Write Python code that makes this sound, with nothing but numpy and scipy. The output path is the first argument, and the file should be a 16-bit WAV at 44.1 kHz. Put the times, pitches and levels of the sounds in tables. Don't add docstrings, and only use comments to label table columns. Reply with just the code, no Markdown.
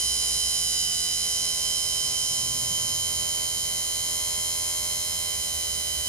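import sys
import numpy as np
from scipy import signal
from scipy.fft import rfft, irfft
from scipy.io import wavfile
from scipy.ndimage import uniform_filter1d, map_coordinates

SR = 44100
rng = np.random.default_rng(int(sys.argv[2]) if len(sys.argv) > 2 else 0)


def to_wav(sig):
    pcm = np.clip(np.atleast_2d(sig), -1, 1) * 32767
    pcm = np.round(pcm).astype(np.int16)
    wavfile.write(sys.argv[1], SR, pcm.T)


N = 268128
SLOTS, IDLE_SPEED = 12, 85.4
TOP_ORDER, TURN_SAMPLES, FRAMES, CUTOFF_HZ = 186, 4096, 184, 15550
TIME = np.arange(N) / SR
FRAME_TIME = np.linspace(0, N / SR, FRAMES)
FREQS = np.maximum(np.arange(N // 2 + 1) * SR / N, 1)

# (frequency [Hz], relative level [dB])
RUMBLE_COLOUR = [(35, -36), (50, 5.5), (90, -6.5), (170, -3.5), (250, -8), (400, -19), (800, -26)]
# (frequency [Hz], width [Hz], resting level [dB], crest time [s], spread [s], rise [dB])
LOW_DRONES = [(41, 5.9, -69, 4.2, 1.7, 14.5), (60, 5.7, -55.5, 0.091, 0.96, 8.5),
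              (73.3, 9.6, -58.5, 6.15, 1.2, 12.5), (42, 4, -77, 1.76, 0.49, 20),
              (120.8, 23, -58.5, 2.7, 0.66, 10)]
# (time [s], share of the way [0-1])
MIC_PATH = [(0, 0.07), (1.1, 0.08), (2.35, 0.2), (2.6, 0.72), (3.4, 0.85), (6.08, 1)]
# (frequency [Hz], at brush end [rad], at shaft end [rad])
MIC_PHASE_GAP = [(600, 0.65, 0.65), (1000, 1.45, 1.45), (2050, 1.8, 1.6), (3070, 1.1, 2.4),
                 (4050, 2.3, 1.6), (5100, 1.4, 1.4), (6100, 1.7, 1.5), (7050, 1.3, 2.1), (9100, 1.4, 1.4),
                 (10200, 1.5, 1.3), (11200, 1.4, 1.3), (14000, 1.5, 1.5)]
# (frequency [Hz], left [dB], right [dB], lift at brush end [dB])
HISS_COLOUR = [(300, -86, -82, 0), (600, -86, -83, 0), (1200, -85.5, -83.5, 0), (1750, -93, -92, 0),
               (2100, -84, -83.5, 0), (2500, -86, -83, -1), (2800, -90, -89, -1), (3200, -83.5, -80, 1.5),
               (4400, -81.5, -79, 3.5), (5200, -81.5, -79, 5.5), (6800, -74, -76.5, 3.5),
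               (8500, -82, -78, 3), (11000, -82, -77, 3), (11700, -88, -89, 0), (13300, -87, -88, 0),
               (15000, -89, -90, 0)]
# (frequency [Hz], left-right correlation [0-1])
HISS_IMAGE = [(400, 0.085), (1500, 0.09), (4000, 0.6)]
# (time [s], shaft speed [turns/s])
SHAFT_SPEED = [(0.0, 84.9), (0.25, 84.88), (0.5, 85.0), (0.72, 84.35), (0.83, 84.36), (1.02, 84.0),
               (1.2, 84.8), (1.72, 85.43), (1.95, 85.28), (2.25, 85.38), (2.55, 85.63), (3.45, 85.65),
               (3.9, 85.37), (4.25, 86.0), (4.75, 86.22), (5.2, 85.78), (5.35, 85.38), (5.7, 85.0),
               (6.08, 84.96)]
# (time [s], peak boost [dB])
RING_BOOST = [(0, 9.5), (1.2, 10.5), (2.2, 9.5), (2.9, 7.5), (3.6, 7.5), (4.6, 9.5), (5.2, 7), (6.08, 5)]
# (frequency [Hz], brush end left [dB], brush end right [dB], shaft end left [dB], shaft end right [dB])
BUZZ_COLOUR = [(300, -68.5, -66.0, -66.5, -65.5), (1700, -67.5, -69.0, -66.5, -69.0),
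               (2500, -69.0, -62.0, -68.5, -63.0), (2800, -65.5, -63.5, -67.5, -64.0),
               (3300, -61.5, -62.0, -61.5, -58.5), (3700, -62.5, -55.0, -62.0, -56.0),
               (4400, -60.5, -55.5, -65.5, -55.5), (4800, -61.0, -50.0, -58.0, -52.0),
               (5400, -55.0, -58.5, -60.5, -60.5), (6500, -57.5, -61.5, -57.0, -61.0),
               (7300, -59.5, -66.5, -62.0, -61.5), (8000, -57.0, -59.0, -60.5, -54.5),
               (8500, -63.5, -56.0, -63.0, -60.0), (9400, -59.0, -55.5, -58.0, -53.5),
               (10900, -60.0, -49.0, -59.5, -55.5), (11800, -67.0, -72.5, -61.0, -56.0),
               (13300, -58.5, -61.5, -58.5, -60.5), (15000, -61.0, -67.0, -60.0, -59.5)]
# (order [x shaft speed], left at idle [dB], right at idle [dB], slope [dB per extra turn/s])
FRAME_HUM = [(1, -59.5, -57.5, 2.5), (2, -60.5, -58.5, -1.0), (4, -66.0, -62.0, 1.0),
             (5, -56.5, -58.5, 0.0), (7, -55.0, -54.5, 3.5), (8, -62.5, -60.0, -0.5),
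             (9, -63.5, -54.0, 0.0), (10, -67.5, -61.5, -2.5), (11, -62.5, -59.0, 7.5),
             (12, -56.5, -53.0, 3.5), (13, -62.0, -60.5, -1.0), (16, -65.5, -65.5, 2.5),
             (17, -65.5, -65.0, 0.0), (18, -63.5, -59.0, -4.0), (19, -65.5, -61.0, 3.5),
             (22, -61.0, -61.0, -0.5), (23, -61.0, -56.0, 0.5), (24, -50.0, -51.5, 0.0),
             (25, -63.5, -59.0, 5.0), (26, -64.0, -56.0, 2.0), (28, -63.0, -63.5, -1.0),
             (29, -64.5, -59.0, 0.5), (30, -66.5, -58.0, 2.0)]
# (order [x shaft speed], brush end left [dB], brush end right [dB],
# shaft end left [dB], shaft end right [dB])
SLOT_WHINE = [(35, -56.0, -56.0, -51.5, -50.0), (36, -52.0, -31.0, -43.5, -33.5),
              (37, -56.5, -49.5, -56.5, -50.0), (38, -65.5, -55.0, -57.5, -54.0),
              (41, -61.5, -54.0, -65.0, -56.0), (45, -56.0, -50.0, -67.5, -49.0),
              (47, -50.5, -44.5, -52.5, -42.5), (48, -45.0, -38.0, -47.0, -42.5),
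              (49, -53.5, -44.5, -55.5, -52.5), (57, -55.0, -51.0, -56.5, -49.0),
              (59, -44.5, -38.0, -53.0, -45.5), (60, -42.5, -36.0, -53.0, -40.5),
              (61, -54.5, -49.0, -57.0, -44.5), (63, -49.5, -53.5, -60.0, -53.5),
              (64, -60.5, -46.5, -57.5, -51.5), (68, -48.0, -54.0, -59.5, -62.0),
              (71, -44.0, -46.0, -49.5, -49.0), (72, -52.0, -47.5, -46.0, -53.0),
              (73, -54.0, -60.0, -57.0, -51.5), (75, -59.0, -56.5, -47.5, -58.5),
              (76, -53.5, -57.5, -56.0, -59.0), (77, -57.5, -64.0, -51.0, -56.0),
              (78, -56.0, -64.0, -61.0, -59.0), (79, -58.5, -60.5, -50.0, -53.5),
              (80, -54.5, -65.5, -57.5, -55.5), (81, -55.5, -61.0, -55.0, -56.0),
              (82, -51.5, -58.0, -53.5, -51.5), (83, -44.5, -52.0, -44.5, -50.5),
              (84, -47.0, -54.5, -47.5, -54.5), (85, -51.0, -55.0, -51.5, -51.5),
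              (86, -53.0, -55.0, -56.0, -59.0), (92, -51.0, -60.5, -61.5, -60.5),
              (95, -53.0, -51.0, -52.5, -44.5), (96, -55.0, -49.5, -53.5, -53.5),
              (97, -57.5, -44.5, -58.0, -51.0), (103, -59.5, -53.5, -59.5, -47.0),
              (105, -55.0, -43.5, -60.0, -46.0), (106, -58.0, -46.5, -54.0, -49.5),
              (107, -47.5, -37.5, -52.5, -39.0), (110, -59.5, -54.0, -57.0, -55.0),
              (117, -57.0, -49.0, -55.0, -45.0), (118, -60.0, -55.0, -60.0, -51.5),
              (119, -50.5, -36.0, -49.0, -37.5), (120, -59.5, -41.0, -59.5, -47.0),
              (122, -59.0, -45.0, -58.0, -47.5), (129, -51.5, -40.0, -53.5, -51.0),
              (131, -47.5, -38.0, -47.5, -45.0), (132, -53.0, -44.5, -52.0, -49.0),
              (143, -61.0, -66.5, -52.5, -47.5), (144, -60.0, -64.0, -58.5, -53.5),
              (155, -50.5, -54.0, -53.5, -56.5)]
# (centre order [x shaft speed], reach [orders], crest time [s], spread [s], gain [dB])
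TONE_SWELLS = [(1, 0.5, 3.07, 0.21, 7), (7, 0.6, 5.96, 0.53, 4), (6.9, 0.6, 1, 0.13, -9),
               (8, 0.6, 0.97, 0.073, 6), (11, 1.2, 1, 0.29, -9), (22.6, 4, 2.54, 0.82, -3.5),
               (11.9, 0.7, 2.55, 0.44, 3), (37.7, 1.5, 4.3, 1, 4), (36, 0.5, 5, 0.5, -0.5),
               (36, 0.5, 2.15, 0.95, 0), (36, 0.5, 4.56, 0.95, -4), (48.3, 1.5, 2.3, 0.54, -2),
               (60, 1.5, 2.28, 0.17, 1), (48, 1.5, 0.9, 0.038, -8), (54, 1.5, 3.4, 1, 4),
               (59, 0.5, 4.6, 0.83, -9), (66, 0.5, 0.4, 0.8, -2), (66, 0.5, 4.4, 0.46, 0),
               (71, 1, 1.35, 0.13, 3.5), (72.2, 0.5, 0.22, 0.98, -21), (79.6, 0.5, 3.1, 1.2, 18),
               (78.5, 0.5, 5.6, 0.54, 1), (83, 0.5, 1.74, 0.43, -11), (83, 0.5, 2.3, 0.9, -8.5),
               (83, 1.5, 0.85, 0.023, -4), (84, 0.5, 3.7, 0.52, -0.5), (80.3, 0.5, 1.7, 1.1, -4.4),
               (88, 0.5, 1.2, 1.2, 9), (91.7, 0.5, 0.87, 0.94, -4), (97, 0.5, 0.4, 1, -5),
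               (97.4, 0.5, 3.5, 0.8, -16), (103.4, 1, 0.61, 0.9, -4), (109.7, 1, 3.5, 0.86, 8),
               (115.5, 2, 0.98, 0.1, -8), (47.5, 1.5, 2.25, 0.061, 1), (74.5, 8, 2.7, 0.58, 3),
               (103, 12, 0.3, 0.91, 1.5), (11.7, 1.5, 4.2, 0.29, 1.5)]


def from_db(db):
    return 10 ** (np.asarray(db) / 20)


def rms_one(x):
    return x / np.sqrt(np.mean(x ** 2) + 1e-20)


def at_time(rows, times):
    knots, *columns = np.transpose(rows)
    return np.array([np.interp(times, knots, c) for c in columns])


def at_hz(rows, hz):
    knots, *columns = np.transpose(rows)
    return np.array([np.interp(np.log(hz), np.log(knots), c) for c in columns])


def crest(at, centre, spread):
    return np.exp(-((at - centre) / spread) ** 2)


def wander(rate_hz, shape=()):
    pole = np.exp(-2 * np.pi * rate_hz * FRAME_TIME[1])
    white = rng.standard_normal((*shape, 2 * FRAMES))
    return rms_one(signal.lfilter([1], [1, -2 * pole, pole * pole], white)[..., FRAMES:])


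def dark_noise(corner_hz):
    return rms_one(irfft(rfft(rng.standard_normal(N)) / (1 + (FREQS / corner_hz) ** 2), N))


def stereo_noise(gain, correlation):
    mid, side = rfft(rng.standard_normal((2, N)))
    mid = mid * np.sqrt((1 + correlation) / 2)
    side = side * np.sqrt((1 - correlation) / 2)
    return irfft(gain * np.vstack([mid + side, mid - side]), N)


def rumble(rest_db, handling_db, jerk_db):
    bed = rms_one(stereo_noise(from_db(at_hz(RUMBLE_COLOUR, FREQS)) * (FREQS > 32), correlation=0.88))
    rise_db = handling_db + jerk_db * np.interp(TIME, FRAME_TIME, wander(7.6))
    return bed * from_db(rest_db + rise_db * crest(TIME, 2.65, 0.56))


def drones():
    bed = np.zeros((2, N))
    for hz, width, rest_db, crest_s, spread_s, rise_db in LOW_DRONES:
        band = stereo_noise(1 / (1 + (2 * (FREQS - hz) / width) ** 4), correlation=0.96)
        power = uniform_filter1d(np.mean(band ** 2, axis=0), size=SR // 6)
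        bed += band / np.sqrt(power) * from_db(rest_db + rise_db * crest(TIME, crest_s, spread_s))
    return bed


def mic_position(times):
    return at_time(MIC_PATH, times)[0]


def mic_blend(brush_end, shaft_end):
    return brush_end[..., None] + (shaft_end - brush_end)[..., None] * mic_position(FRAME_TIME)


def slot_comb(hz, depth_db, top_db):
    comb = np.cos(2 * np.pi * (hz / IDLE_SPEED + 0.5) / SLOTS)
    ripple_db = depth_db * np.minimum(hz / 3000, 1) * (comb - 0.2)
    return ripple_db + top_db * (hz / CUTOFF_HZ) ** 4 * (comb - 0.65)


def brush_hiss(turns, bar_db, oval_db, drag_db, trim_db):
    angle = 2 * np.pi * turns
    pulse = rms_one(from_db(bar_db * np.cos(SLOTS * angle) + oval_db * np.cos(2 * angle)))
    *sides_db, brush_end_db = at_hz(HISS_COLOUR, FREQS)
    colour_db = np.array(sides_db) + slot_comb(FREQS, depth_db=3.0, top_db=5.0)
    low_cut = FREQS / np.hypot(FREQS, 120)
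    far = stereo_noise(from_db(colour_db) * np.sqrt(SR / 2) * low_cut, at_hz(HISS_IMAGE, FREQS)[0])
    near = irfft(rfft(far) * from_db(brush_end_db), N)
    hiss = near + (far - near) * mic_position(TIME)
    dip_db = drag_db * crest(TIME, 0.75, 0.18)
    return hiss * pulse * from_db(trim_db + dip_db)


def shaft_turns(judder_turns, chatter_turns):
    steady = np.cumsum(at_time(SHAFT_SPEED, TIME)[0]) / SR
    judder = judder_turns * dark_noise(corner_hz=30)
    chatter = chatter_turns * dark_noise(corner_hz=200) * crest(TIME, 0.92, 0.11)
    return steady + judder + chatter


def casing_ring(hz, centre_hz, half_width_hz):
    peak = 1 / (1 + ((hz - centre_hz) / half_width_hz) ** 2)
    return np.outer(peak, at_time(RING_BOOST, FRAME_TIME)[0])


def tone_levels(orders, hz, thrum_db, rasp_db, rasp_end_s):
    buzz = at_hz(BUZZ_COLOUR, hz) + slot_comb(hz, depth_db=0.5, top_db=12.0)
    level = mic_blend(buzz[:2], buzz[2:])
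    over_idle = at_time(SHAFT_SPEED, FRAME_TIME)[0] - IDLE_SPEED
    for order, left_db, right_db, slope in FRAME_HUM:
        level[:, round(order)] = np.array([[left_db], [right_db]]) + slope * over_idle
    level[:, 1] += thrum_db * mic_position(FRAME_TIME)
    for order, *sides in np.array(SLOT_WHINE):
        level[:, round(order)] = mic_blend(np.array(sides[:2]), np.array(sides[2:]))
    for order, reach, crest_s, spread_s, db in TONE_SWELLS:
        level += db * np.outer(crest(orders, order, reach), crest(FRAME_TIME, crest_s, spread_s))
    level[:, orders >= 40] += rasp_db * (FRAME_TIME < rasp_end_s)
    return level + casing_ring(hz, centre_hz=6760, half_width_hz=900)


def knock_phases(orders, smear_turns, scatter_rad):
    two_knocks = np.pi / 2 * (orders % 2)
    smear = np.pi * smear_turns * orders ** 2 / TOP_ORDER
    return two_knocks + smear + scatter_rad * rng.standard_normal(len(orders))


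def register_gains(orders, trim_db, waver_db):
    register = np.digitize(orders, [4, 33, 40, 93]) - 1
    gain = np.ones((TOP_ORDER, FRAMES))
    for k, waver in enumerate(wander(32.0, (4,))):
        gain[register == k] = from_db(trim_db[k] + waver_db[k] * waver)
    return gain


def rotor(turns, sway_db, flutter_db, phase_sway_rad, gap_sway_rad):
    orders = np.arange(TOP_ORDER)
    hz = np.maximum(orders, 1) * IDLE_SPEED
    level = tone_levels(orders, hz, thrum_db=5.5, rasp_db=0.86, rasp_end_s=0.838)
    unsteady = np.sqrt(np.minimum(hz / 5000, 1))[:, None]
    level += unsteady * (sway_db * wander(0.16, hz.shape) + flutter_db * wander(23, hz.shape))
    knock = knock_phases(orders, smear_turns=1.0, scatter_rad=1.4)
    phase = knock[:, None] + phase_sway_rad * wander(0.44, hz.shape)
    gap = mic_blend(*at_hz(MIC_PHASE_GAP, hz)) + gap_sway_rad * unsteady * wander(1.8, hz.shape)
    tones = from_db(level) * np.exp(1j * np.array([phase + gap, phase])) * (orders > 0)[:, None]
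    tones *= register_gains(orders, trim_db=[0.033, 0.1, 0.038, 0.042], waver_db=[0.9, 0.95, 0.25, 0.26])
    waves = irfft(tones, TURN_SAMPLES, axis=1) * TURN_SAMPLES / np.sqrt(2)
    waves = np.concatenate([waves, waves[:, :1]], axis=1)
    playhead = [turns % 1 * TURN_SAMPLES, TIME / FRAME_TIME[1]]
    return np.array([map_coordinates(side, playhead, order=1, mode="nearest") for side in waves])


def scene():
    turns = shaft_turns(judder_turns=0.0002, chatter_turns=0.001)
    tones = rotor(turns, sway_db=0.7, flutter_db=1.4, phase_sway_rad=0.43, gap_sway_rad=0.15)
    hiss = brush_hiss(turns, bar_db=3.0, oval_db=3.5, drag_db=-3, trim_db=-0.24)
    bed = rumble(rest_db=-52.5, handling_db=6.5, jerk_db=1) + drones()
    return tones + hiss + bed * from_db([[-2.5], [2.5]])


def record(dry):
    return signal.sosfilt(signal.ellip(14, 0.1, 80, CUTOFF_HZ, fs=SR, output="sos"), dry)


dry = scene()
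out = record(dry)
to_wav(out)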